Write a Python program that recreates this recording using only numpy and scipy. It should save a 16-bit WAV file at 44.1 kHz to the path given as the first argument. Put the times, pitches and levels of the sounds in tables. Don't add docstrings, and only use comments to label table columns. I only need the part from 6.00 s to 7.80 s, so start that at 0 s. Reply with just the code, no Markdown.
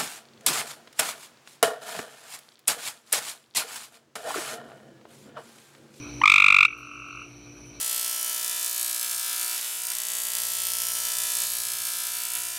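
import sys
import numpy as np
from scipy import signal
from scipy.fft import rfft, irfft
from scipy.io import wavfile

SR = 44100
rng = np.random.default_rng(int(sys.argv[2]) if len(sys.argv) > 2 else 0)


def master_out(mix):
    frames = np.transpose(np.atleast_2d(mix))
    ceiling = np.clip(frames, -1, 1)
    pcm = np.round(ceiling * 32767).astype(np.int16)
    wavfile.write(sys.argv[1], SR, pcm)


def convert_level_to_amplitude(level_db):
    exponent = np.asarray(level_db, float) / 20
    return 10 ** exponent


N = 79380

# pitch_hz, level_db
AIR_TONE = [(30, -28), (42, -5), (100, -4), (300, -5.5), (1700, -20.5), (5000, -24), (8000, -31.5),
            (16000, -38)]
# pitch_hz, level_db
PUMP_HUM = [(53.5, -63), (58.3, -61.5), (120, -55.5), (126, -57), (156.5, -71), (240, -64), (291.5, -51),
            (350, -59.5), (360, -67), (419, -64.5), (480, -68), (581, -72.5), (640, -70), (700, -74)]
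# pitch_hz, width_hz, throb_per_s, throb_db, level_db
CHORUS = [(1287, 570, 16, 4, -65), (2425, 460, 15, 1.5, -57), (3020, 320, 34, 0.5, -68),
          (4105, 780, 8.3, 3, -65.5), (5873, 566, 60, 1, -54), (9600, 1500, 24, -4.5, -76)]
# start_s, length_s, first_hz, last_hz, level_db
SQUEAKS = [
    (1.123, .07, 11600, 10900, -80),
    (1.28, .06, 11100, 11600, -79),
    (1.346, 0.045, 11800, 11000, -73),
    (1.533, .05, 11000, 11900, -72.5),
    (1.562, 0.079, 9500, 10400, -66.5),
    (1.59, .1, 14800, 15100, -80),
]
# start_s, fade_s, level_db
RUSTLES = [
    (0.777, 0.037, -57.5),
    (1.078, 0.013, -64),
    (1.66, .03, -62),
]
# peak_s, level_db
FAR_CHIRPS = [(0.685, -38.5), (0.7069, -42), (0.729, -40), (0.7483, -42), (0.768, -42.4), (0.7875, -42),
              (0.8092, -42), (0.8308, -41), (0.851, -41.5), (0.8725, -41), (0.893, -42), (0.915, -39),
              (0.937, -40.5), (0.9573, -39.5), (0.978, -40.7), (0.9995, -39.5), (1.0213, -40),
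              (1.0434, -39.2), (1.0655, -39.5), (1.0862, -39), (1.1077, -39), (1.1301, -38), (1.1518, -40),
              (1.1737, -38.5), (1.1947, -39.5), (1.2187, -37.5)]
# pitch_hz, level_db
FAR_DULLNESS = [(2800, 0), (3150, -14), (3500, -14)]
ECHO_S = [.0033, .008, .0125, .03, .036, .053, .077, .081]
ECHO_DB = [-12, -20, -25, -19, -27, -27, -26, -27]
# peak_s, level_db
CHIRPS = [(0.2175, -18.9), (0.2407, -9.1), (0.2595, -6.2), (0.2798, -5.8), (0.3008, -5.3), (0.3214, -5.3),
          (0.3422, -6.0), (0.362, -5.7), (0.3832, -5.8), (0.4033, -5.9), (0.424, -6.0), (0.4446, -5.4),
          (0.4651, -5.9), (0.4854, -5.5), (0.5058, -5.5), (0.5263, -6.1), (0.547, -5.7), (0.5675, -5.6),
          (0.5887, -5.8), (0.6098, -5.0), (0.6315, -5.6), (0.6529, -5.7)]
# time_s, middle_pitch_hz, rise_hz_per_s, ring_s, fundamental_db, upper_partials_db, rasp_db
SAC = [
    (.217, 974, 30000, 0.003, 2, 10, -36),
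    (0.24, 1183, 13900, 0.0023, 2, -15, -4),
    (0.256, 1138, 20400, 0.0029, -6, -1, 4),
    (0.298, 1213, 29200, 0.0028, -12.5, 1.5, 4),
    (.42, 1228, 33200, 0.0025, -12, -2, -2),
    (.652, 1236, 31600, 0.0031, -12, -4, -2.5),
]
PARTIALS_DB = [-12, -35, -33, -30.5]
# pitch_hz, level_db
RASP_TONE = [(3000, 17), (6000, 4), (8300, 2), (9000, -13), (11000, -15), (15800, -13)]
# pitch_hz, rise_hz_per_s, fade_s, level_db
WHISTLES = [
    (8050, -10000, .002, -35),
    (9750, -30000, .003, -45),
    (12000, -50000, .004, -48),
    (14950, -50000, .004, -47),
]
WHISTLE_LAG_S = [-.0005, .001, .0015, -.001]
# time_s, pitch_share
WHISTLE_TUNE = [(.238, .9), (.26, .96), (.3, 1.03), (.4, 1.0), (.65, .995)]
# pitch_hz, level_db
SAC_TONE = [(650, -12.5), (900, 4.5), (1100, 0)]
# time_s, level_db
GAIN = [
    (0, 6.5),
    (0.232, 6.5),
    (.27, -3.5),
    (.45, -7),
    (.66, -7),
    (.7, -4.5),
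    (1.1, -2.5),
    (1.35, -1.5),
    (1.8, 1),
]

JITTER = .003


def evened(x):
    return x / np.sqrt(np.mean(x ** 2) + 1e-20)


def coloured(x, points):
    f, db = np.transpose(points)
    hz = np.fft.rfftfreq(len(x), 1 / SR)
    gain = convert_level_to_amplitude(np.interp(np.log(hz + 1), np.log(f), db))
    return irfft(rfft(x) * gain, len(x))


def band(x, hz, width_hz):
    f = np.fft.rfftfreq(len(x), 1 / SR)
    return irfft(rfft(x) / (1 + ((f - hz) / width_hz * 2) ** 4), len(x))


def add(mix, s, sound):
    part = mix[round(s * SR):][:len(sound)]
    part += sound[:len(part)]


def drift(per_s):
    return evened(band(rng.standard_normal(N), 0, 2 * per_s))


def bell(t, rise, fall):
    return np.exp(-.5 * (t / np.where(t < 0, rise, fall)) ** 2)


def tail(x, t60):
    t = np.arange(SR // 2) / SR
    sparse = rng.standard_normal(len(t)) * (rng.random(len(t)) < .06)
    taps = sparse * convert_level_to_amplitude(-60 * t / t60) * (t > .005)
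    return signal.fftconvolve(x, taps / np.linalg.norm(taps))[:N]


def night():
    t = np.arange(N) / SR
    out = convert_level_to_amplitude(-55) * evened(coloured(rng.standard_normal(N), AIR_TONE))
    for hz, db in PUMP_HUM:
        level = convert_level_to_amplitude(db + 2.5 + 1.0 * drift(2))
        out += level * np.sin(2 * np.pi * (hz * t + .02 * drift(9) + rng.random()))
    for hz, width_hz, throb, throb_db, db in CHORUS:
        level = convert_level_to_amplitude(db + throb_db * drift(throb) + 0.4 * drift(7.5))
        out += level * evened(band(rng.standard_normal(N), hz, width_hz))
    return out


def small_things():
    out = np.zeros(N)
    for s, length, first_hz, last_hz, db in SQUEAKS:
        u = np.arange(0, 1, 1 / (length * SR))
        hz = first_hz + (last_hz - first_hz) * np.sin(u * np.pi / 2) + 60 * drift(60)[:len(u)]
        swell = np.sin(np.pi * u) ** .5
        add(out, s, convert_level_to_amplitude(db) * swell * np.sin(2 * np.pi * np.cumsum(hz) / SR))
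    t = np.arange(SR // 8) / SR
    for s, fade, db in RUSTLES:
        add(out, s, convert_level_to_amplitude(db) * np.exp(-t / fade) * band(rng.standard_normal(len(t)), 11000, 7500))
    return out


def far_frog():
    middle_hz, rise_hz_per_s, swell_s = 1270, 50000, .0018
    out, t = np.zeros(N), np.arange(-441, 441) / SR
    for (s, db), luck in zip(FAR_CHIRPS, rng.standard_normal((len(FAR_CHIRPS), 2))):
        hz = middle_hz * (1 + JITTER * luck[0]) + rise_hz_per_s * t / 2
        turns = 2 * np.pi * hz * t
        chirp = np.sin(turns) + convert_level_to_amplitude(0.59 * luck[1]) * np.sin(2 * turns) + convert_level_to_amplitude(-32) * np.sin(3 * turns)
        add(out, s - .01, convert_level_to_amplitude(db + 2) * bell(t, swell_s, swell_s * 1.5) * chirp)
    echo = convert_level_to_amplitude(-11.5) * np.roll(out, round(.0045 * SR))
    out = coloured(out + echo, FAR_DULLNESS)
    wet = tail(out, 0.29)
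    return out + convert_level_to_amplitude(-2.5) * (.5 * wet + band(wet, 2550, 1400))


def walls(x):
    taps = np.zeros(SR // 8)
    for s, db in zip(ECHO_S, ECHO_DB):
        taps[round(s * SR)] = convert_level_to_amplitude(db)
    back = signal.fftconvolve(x, taps)[:N] + convert_level_to_amplitude(-27) * tail(x, .4)
    return band(back, 2500, 1600) + .12 * back


def voice(u, turns, ring, low_db, up_db):
    rise_s, fall_s, late_s = .0021, .0016, .0017
    low = np.where(u < late_s, bell(u - late_s, 0.0039, 1), np.exp(-(u - late_s) / (ring + .001)))
    after = 0.1 * (u > 0) * (1 - bell(u, 1, fall_s)) * np.exp(-u / ring)
    sound = convert_level_to_amplitude(low_db) * low * np.sin(turns)
    sound += (bell(u, rise_s, fall_s) + after) * np.sin(2 * turns)
    for multiple, db in enumerate(PARTIALS_DB, 3):
        sound += convert_level_to_amplitude(db + up_db) * bell(u - .0005, .0022, .0013) * np.cos(multiple * turns)
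    return sound


def whistles(s, t, thin_db, luck, fuzz):
    tune = np.interp(s, *np.transpose(WHISTLE_TUNE)) + JITTER * luck
    sound = np.zeros(len(t))
    for (hz, glide_hz, fade, db), lag, wobble in zip(WHISTLES, WHISTLE_LAG_S, fuzz):
        swell = np.where(t < lag, bell(t - lag, .0021, 1), np.exp(-(t - lag) / fade))
        if hz < 9000:
            filling_db = 14 if s < .25 else 0
        else:
            filling_db = np.interp(s, [.25, .32], [-14, 0])
        tone = np.sin(2 * np.pi * (hz * tune + glide_hz * t / 2) * t)
        sound += convert_level_to_amplitude(db + thin_db + filling_db) * swell * (1.2 + wobble) * tone
    return sound


def frog():
    out, t, sac = np.zeros(N), np.arange(-441, 882) / SR, np.transpose(SAC)
    chance = rng.standard_normal((len(CHIRPS), 2))
    hiss = evened(coloured(rng.standard_normal(N), [(2000, -46), *RASP_TONE]))
    fuzz = [drift(250) for _ in WHISTLES]
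    for (s, db), luck in zip(CHIRPS, chance):
        hz, rise_hz, ring, low_db, up_db, thin_db = (np.interp(s, sac[0], c) for c in sac[1:])
        u = t / (.6 if s < .23 else 1)
        now = slice(round(s * SR), round(s * SR) + len(t))
        sweep_hz = hz * (1 + JITTER * luck[0]) + rise_hz * 0.0058 * np.tanh(t / 0.0035)
        turns = np.cumsum(sweep_hz) / SR
        turns = 2 * np.pi * (turns - turns[441])
        chirp = voice(u, turns, ring, low_db, up_db)
        rasp_swell = (bell(u, 0.011, 0.003) + 0.17) * (1 + np.cos(turns))
        chirp += convert_level_to_amplitude(-30 + thin_db) * rasp_swell * hiss[now]
        chirp += convert_level_to_amplitude(-34) * bell(u + .003, .0015, .003) * np.sin(2 * np.pi * 990 * t)
        chirp += whistles(s, t, thin_db, luck[1], [f[now] for f in fuzz])
        gate = np.clip((u + .0046) / .001, 0, 1)
        lead_s = .0012 * (.23 < s < .25)
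        add(out, s - .01 - lead_s, convert_level_to_amplitude(db + 0.16) * gate * chirp)
    return coloured(out, SAC_TONE)


def scene():
    near, around = frog(), night()
    db = np.interp(np.arange(N) / SR, *np.transpose(GAIN))
    low = band(around, 0, 3000)
    ducked = low * convert_level_to_amplitude(db) + (around - low) * convert_level_to_amplitude(0.91 * db)
    return (near + walls(near) + far_frog() + ducked + small_things())[None]


def low_pass(x):
    return signal.sosfilt(signal.butter(12, 16270, fs=SR, output="sos"), x)


def record(dry):
    thump = band(dry[0] ** 2, 0, 440)
    thump = coloured(thump, [(30, -40), (50, -11.5), (120, 0)])
    limit = signal.firwin(511, 15520, window=("kaiser", 9), fs=SR)
    x = signal.oaconvolve(dry + convert_level_to_amplitude(-16) * thump, limit[None], "same")
    return low_pass(x)


dry = scene()
out = record(dry)
master_out(out)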